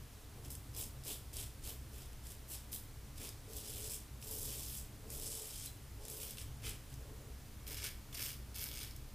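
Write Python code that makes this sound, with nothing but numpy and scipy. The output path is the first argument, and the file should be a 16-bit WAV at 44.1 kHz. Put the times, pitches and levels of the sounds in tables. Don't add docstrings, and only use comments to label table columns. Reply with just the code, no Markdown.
import sys
import numpy as np
from scipy import signal
from scipy.fft import rfft, irfft, next_fast_len
from scipy.io import wavfile
from scipy.ndimage import uniform_filter1d, map_coordinates

SR = 44100
rng = np.random.default_rng(int(sys.argv[2]) if len(sys.argv) > 2 else 0)


def undo_db(level):
    steps = np.asarray(level, float) / 20
    return 10 ** steps


def output_pcm(signal):
    pcm = np.clip(np.atleast_2d(signal).T, -1, 1) * 32767
    wavfile.write(sys.argv[1], SR, np.round(pcm).astype(np.int16))


N = 403074
STEP_S = 0.002

# lower edge in Hz, upper edge in Hz.
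ZONES_HZ = [(0, 2750), (2750, 4200), (4200, 6300), (6300, 10700), (10700, 30000)]


def unit(x):
    return x / np.sqrt(np.mean(x ** 2) + 1e-20)


def along(points, hz):
    f, v = np.transpose(points)
    return np.interp(np.log(hz + 1), np.log(f + 1), v)


def curves(rows):
    s, *cols = np.transpose(rows)
    return [np.interp(np.arange(N) / SR, s, c) for c in cols]


def per_sample(control):
    return np.interp(np.arange(N) / SR, np.arange(len(control)) * STEP_S, control)


def wobble(rate):
    knots = rng.standard_normal(int(N * rate / SR) + 4)
    return map_coordinates(knots, [np.arange(N) * rate / SR])


def coloured(x, db_at):
    size = 4096
    log_gain = np.log(undo_db(db_at(np.fft.rfftfreq(size, 1 / SR))) + 1e-6)
    cepstrum = irfft(log_gain, size)
    cepstrum[1:size // 2] *= 2
    cepstrum[size // 2 + 1:] = 0
    response = irfft(np.exp(rfft(cepstrum)), size)
    return signal.fftconvolve(x, response / np.linalg.norm(response))[:N]


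def noise(spectrum):
    m = next_fast_len(N)
    gain = undo_db(along(spectrum, np.fft.rfftfreq(m, 1 / SR)))
    return unit(irfft(rfft(rng.standard_normal(m)) * gain, m)[:N])


def ventilation():
    # frequency in Hz, density in dB per Hz.
    modes = [(12, -19), (24, 2), (46, -11.5), (60, 5), (80, -9.5), (108, -1.5), (118, -10.5), (132, -2),
             (160, -22.5), (180, -20), (213, -13), (228, -18), (262, -20.5), (279, -16), (340, -27),
             (600, -67)]
    # time in seconds, level in dB.
    flow = [(0.0, -50.5), (0.12, -56), (0.51, -50), (0.97, -52), (1.75, -50.5), (1.83, -49.5), (2.29, -53),
            (5.29, -50), (5.4, -59), (5.55, -52), (6.21, -53.5), (6.69, -48), (6.87, -52.5), (6.95, -48),
            (7.03, -51.5), (8.96, -50.5), (9.14, -51)]
    return undo_db(curves(flow)[0] + 0.4 + 0.4 * wobble(6.5)) * noise(modes)


def microphone_hiss():
    # frequency in Hz, density in dB per Hz.
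    hiss_spectrum = [(150, -30), (300, -12), (600, -13.5), (1100, -15.5), (1800, -17.5), (3300, -19.5),
                     (8000, -21.5), (12000, -22), (15400, -23.5)]
    return undo_db(-60.5) * noise(hiss_spectrum)


def port_difference():
    # frequency in Hz, density in dB per Hz.
    port_spectrum = [(12, -10), (20, -1), (66, -4.5), (314, -16), (1300, -23.5), (2020, -26.5),
                     (12000, -26.5), (15400, -39)]
    return undo_db(-71) * noise(port_spectrum)


def stroke(s, length, first_db, last_db, rise_s, fall_db_per_s):
    t = np.arange(0, N / SR, STEP_S) - s
    press = np.interp(t, [0, length], undo_db([first_db, last_db])) * np.clip(t / rise_s, 0, 1)
    return (press * undo_db(-fall_db_per_s * np.maximum(t - length, 0))) ** 2


def skin():
    # start in seconds, length in seconds, level in dB.
    drags = [(.33, 0.17, -61.5), (0.739, 0.059, -55), (1.04, 0.051, -52.5), (1.312, 0.081, -58.5),
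             (1.633, 0.074, -58.5), (1.9, 0.08, -63), (2.24, 0.15, -70), (2.478, 0.045, -59),
             (2.707, 0.041, -60.5), (3.18, 0.068, -55), (3.452, 0.45, -58), (4.224, 0.38, -57),
             (5.01, 0.41, -57.5), (5.97, .32, -57.5), (6.617, 0.061, -54.5), (6.97, .32, -61),
             (7.657, 0.065, -57.5), (7.79, 0.066, -59), (8.115, 0.15, -61.5), (8.567, 0.26, -64)]
    # frequency in Hz, density in dB per Hz.
    rub_spectrum = [(150, -19), (280, -3.5), (385, -3.5), (436, 2), (490, -7), (590, -8), (720, -11),
                    (1100, -14.5), (1800, -45)]
    # frequency in Hz, density in dB per Hz.
    hollow_spectrum = [(340, -33), (400, -9), (436, 0.5), (475, -11), (560, -8.5), (620, -17), (700, -36)]
    long_s, grip_s, ease_db_per_s, still_db = 0.25, 0.042, 140, -70
    moves = [(length > long_s, stroke(s, length, db, db, grip_s, ease_db_per_s)) for s, length, db in drags]
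    excess = sum(power * undo_db(-6 * slow - 2 * still_db) for slow, power in moves)
    rub_db = still_db + 10 * np.log10(1 + excess)
    hollow = np.sqrt(sum(power for slow, power in moves if slow))
    rub = undo_db(per_sample(rub_db) - 1.6 + 1.0 * wobble(25)) * noise(rub_spectrum)
    return rub + undo_db(-5) * per_sample(hollow) * noise(hollow_spectrum)


def on_bone():
    # start in seconds, end in seconds.
    spans = [
        (7.3, 9.2),
    ]
    return sum((np.arange(N) > a * SR) & (np.arange(N) < b * SR) for a, b in spans) > 0


def pressure_db():
    # landing in seconds, length in seconds, pressure at landing in dB,
    # pressure at lift in dB, blade flatness in dB.
    flicks = [(.43, .03, -63, -61, 4), (.498, 0.055, -49.5, -63, -6), (.72, .05, -68, -60, 4),
              (.76, 0.064, -48, -47, -2), (1.035, .03, -56, -53.5, 3), (1.06, 0.068, -48, -48, 1.5),
              (1.325, 0.097, -54, -49.5, 2), (1.61, 0.087, -66, -49, 1), (1.91, 0.11, -63, -59.5, 4.5),
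              (2.22, 0.092, -65, -57.5, 0), (2.47, .07, -78, -49, 0), (2.712, 0.036, -53, -46.5, -7),
              (6.89, 0.041, -67, -64, 4)]
    pulls = [(3.15, 0.12, -67, -53, 4.5), (3.48, .2, -63, -53, 1), (3.553, 0.019, -52, -52, -4),
             (3.66, 0.21, -56, -49, 1), (3.89, 0.058, -48, -48, -0.5), (4.2, 0.095, -66, -49.5, -5),
             (4.3, 0.16, -49.5, -48.5, -3), (4.44, 0.11, -50.5, -49, 1), (4.56, .225, -52, -50, -2),
             (5.06, .04, -70, -65, 3), (5.097, 0.18, -53.5, -49, -1.5), (5.29, .17, -49.5, -53, -0.5),
             (5.46, 0.2, -53, -53.5, 1), (5.62, 0.041, -55, -57, -4), (5.99, 0.1, -70, -60, 2),
             (6.09, 0.088, -51.5, -54.5, -3), (6.19, .12, -51, -52, 1.5), (6.37, 0.051, -53, -57.5, 4),
             (6.618, 0.028, -63, -57, 11.5), (6.64, 0.063, -51, -52.5, 8)]
    jaw_strokes = [
        (7.66, .1, -54, -54.5, 0.5),
        (7.76, 0.1, -54.5, -49, 2),
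        (8.12, 0.077, -57, -50, 1.5),
        (8.2, 0.1, -48.5, -50.5, -1),
        (8.54, 0.12, -52.5, -51.5, 0.5),
        (8.66, .11, -59, -52.5, 0),
        (8.77, .08, -55, -53, 1),
        (8.89, 0.027, -69, -71, 2),
    ]
    flick_zones_db = [-16, -9, -7.5, -1.3, 1]
    pull_zones_db = [-16.5, -9, -6, -0.1, 0]
    jaw_zones_db = [-6, -4.5, -4, -0.2, 3]
    flatness_moves = np.array([1.75, 0.64, 0.31, 0.1, -0.29])
    build_s = np.array([0.024, 0.033, 0.016, 0.017, 0.017])[:, None]
    follows = np.array([1.12, 1, 0.9, 1.06, 1.01])[:, None]
    firm_db, lift_db_per_s, rest_db = -49, 278, -75.5
    wander_db, wander_per_s = 1.5, 14
    power = undo_db(rest_db + np.array(pull_zones_db))[:, None] ** 2
    for rows, zones_db in (flicks, flick_zones_db), (pulls, pull_zones_db), (jaw_strokes, jaw_zones_db):
        for *move, flat_db in rows:
            gains = undo_db(np.array(zones_db) + flat_db * flatness_moves)[:, None]
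            press = stroke(*move, build_s, lift_db_per_s) / undo_db(2 * firm_db)
            power = power + (gains * undo_db(firm_db)) ** 2 * press ** follows
    return [per_sample(10 * np.log10(zone)) + wander_db * wobble(wander_per_s) for zone in power]


def flutter(blows, t60):
    fade = undo_db(-60 / (t60 * SR))
    power = signal.lfilter([1 - fade ** 2], [1, -fade ** 2], blows ** 2)
    return np.sqrt(np.abs(power)) * rng.standard_normal(N)


def stubble(per_second, spread_db, own_db, top_db, t60, click, glide):
    chance, size, sign = rng.random((3, N))
    clumped_rate = per_second / SR * undo_db(1.5 * wobble(30))
    cut = (chance < clumped_rate) * np.sign(sign - 0.5)
    zones = []
    for _ in ZONES_HZ:
        size_db = -spread_db * np.log(1 - size) + own_db * rng.standard_normal(N)
        zones.append(unit(cut * undo_db(np.minimum(size_db, top_db)) / np.sqrt(per_second)))
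    return [unit(click * z + flutter(z, t60) + glide * rng.standard_normal(N)) for z in zones]


def blade(zones, zone_db):
    # frequency in Hz, density in dB per Hz.
    neck_body = [(710, -41), (1200, -22.5), (3310, -7.5), (4560, -6.5), (5070, -5), (6280, -3.5),
                 (7780, -1.5), (14100, 1.5), (15400, 0.5)]
    jaw_body = [(590, -48), (1000, -15), (1770, -7), (2230, -4), (3770, -4), (5020, -4.5), (7070, -9.5),
                (8790, -11), (15400, -10.5)]
    # frequency in Hz, width in Hz, height in dB.
    neck_rings = [(2400, 300, 4), (3200, 700, 5), (5050, 750, 6), (7750, 550, 5), (9100, 600, 4),
                  (11800, 700, 2)]
    jaw_rings = [(1550, 200, 3), (2230, 140, 8), (2890, 120, 5), (3350, 280, 7), (5050, 1000, 8),
                 (8800, 800, 6), (11850, 900, 7), (13400, 550, 5), (14900, 550, 5)]

    def head(body, rings, lo, hi):
        def db_at(hz):
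            peaks = sum(db / (1 + (2 * (hz - c) / w) ** 2) for c, w, db in rings)
            band = -10 * np.log10((1 + (lo / (hz + 1)) ** 12) * (1 + (hz / hi) ** 12))
            return along(body, hz) + peaks + band
        return db_at

    on_jaw = on_bone()
    total = np.zeros(N)
    for x, db, zone in zip(zones, zone_db, ZONES_HZ):
        jaw = coloured(x, head(jaw_body, jaw_rings, *zone))
        neck = coloured(x, head(neck_body, neck_rings, *zone))
        total += undo_db(db) * np.where(on_jaw, jaw, neck)
    return total


def crackle():
    even_s, evenness = 0.044, 0.48
    per_second = np.where(on_bone(), 300, 600)
    glide = np.where(on_bone(), 0.55, 0.7)
    hairs = stubble(per_second, 6.2, 3.2, 4.5, 0.012, 0.53, glide)
    local_power = [np.abs(uniform_filter1d(z ** 2, int(even_s * SR))) for z in hairs]
    hairs = [unit(z / power ** (evenness / 2)) for z, power in zip(hairs, local_power)]
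    return blade(hairs, pressure_db())


def snaps():
    # time in seconds,
    # peak in dB, dull body against the peak in dB, blade ring against the peak in dB.
    hair_snaps = [(0.448, -38, -16, -8), (0.5037, -25.5, -28, -21), (0.5517, -28, -24, -27),
                  (0.7487, -34, -23, -12), (0.7642, -33, -23, -19), (1.0365, -36, -16, -13),
                  (1.3309, -34, -25, -17), (1.3478, -42, -18, -12), (1.368, -26, -23, -14),
                  (1.6377, -39, -18, -16), (2.0194, -40, -18, -11), (2.0582, -41, -21, -19),
                  (2.1301, -42, -18, -19), (2.2677, -38, -20, -11), (2.3196, -34, -25, -22),
                  (2.5007, -43, -19, -16), (2.7182, -38, -20, -16), (2.7296, -32, -10, -11),
                  (3.1795, -34, -20, -20), (3.215, -32, -14, -13), (3.29, -30, -24, -15),
                  (3.4915, -45, -17, -16), (3.5329, -33, -23, -14), (3.567, -26, -29, -20),
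                  (3.6985, -32, -28, -24), (3.7808, -34, -21, -13), (3.896, -32, -23, -8),
                  (4.2253, -40, -7, -8), (4.311, -25, -26, -26), (4.7516, -33, -20, -22),
                  (5.1024, -27.5, -26, -25), (5.3512, -26, -24, -19.5), (5.6594, -25.5, -28, -20),
                  (6.052, -30, -22, -21), (6.0821, -26, -22, -25), (6.099, -26.5, -24, -31),
                  (6.2004, -39, -9, -20), (6.231, -27, -17, -17), (6.3081, -27, -26, -21),
                  (6.3714, -34.5, -10, -12), (6.383, -32.5, -6, -22), (6.4148, -37, -15, -10),
                  (6.6219, -43, -8, -18), (6.6483, -37, -12, -18), (6.6933, -27, -24, -25),
                  (6.9017, -46, -11, -14), (6.9401, -37.5, -23, -14),
                  (7.667, -40, 0, -15), (7.682, -31, -14, -18), (7.7066, -33, -17, -18),
                  (7.7295, -31, -24, -25), (7.8413, -25, -19, -16), (8.128, -41, -1, -8),
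                  (8.153, -35, -11, -3), (8.196, -31, -15, -13), (8.218, -33, -17, -6),
                  (8.2402, -26, -20, -16), (8.3294, -33, -22, -20), (8.5447, -34, -15, -11),
                  (8.5939, -28, -20, -13), (8.64, -25, -26, -20), (8.8024, -35, -17, -11),
                  (8.8318, -29, -24, -11), (8.9096, -40, -19, -3), (8.963, -33.5, -24, -23)]
    rows = hair_snaps
    times, peaks_db = np.transpose(rows)[:2]
    blows = np.zeros(N)
    blows[np.round(times * SR).astype(int)] = undo_db(peaks_db + 6)
    _, dull_db, ring_db = curves(rows)
    zones = [0.21 * blows + flutter(blows, 0.018) for _ in ZONES_HZ]
    return blade(zones, [dull_db + 2.5, dull_db + 5.5, ring_db + 7.5, -3.5, -4])


def droplet():
    # time in seconds, frequency in Hz, level in dB, t60 in seconds.
    bursts = [
        (5.672, 4030, -46, .055),
    ]
    t = np.arange(N) / SR
    return sum((t > s) * undo_db(db - 60 * np.abs(t - s) / t60) * np.sin(2 * np.pi * hz * t)
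               for s, hz, db, t60 in bursts)


def tiles(x):
    # frequency in Hz, t60 in seconds.
    decay = [(1000, 0.55), (4000, 0.29), (12000, 0.32)]
    hz, t, z = signal.stft(rng.standard_normal(SR // 2), SR, nperseg=256)
    fade = undo_db(-60 * t / along(decay, hz)[:, None])
    tail = signal.istft(z * fade, SR, nperseg=256)[1]
    return signal.fftconvolve(x, tail / np.linalg.norm(tail))[:N]


def scene():
    near = crackle() + snaps() + droplet()
    room = undo_db(-5.5) * tiles(near)
    mid = near + room + skin() + ventilation() + microphone_hiss()
    side = port_difference()
    return np.array([mid + side, mid - side])


def roll_off(x):
    return signal.sosfilt(signal.butter(12, 15750, fs=SR, output="sos"), x)


def record(dry):
    top_hz = 15330
    hz = np.fft.rfftfreq(N, 1 / SR)
    loss_db = np.clip((hz - top_hz) / 3, 0, 45)
    limited = irfft(rfft(dry) * undo_db(-loss_db), N)
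    return roll_off(limited)


dry = scene()
out = record(dry)
output_pcm(out)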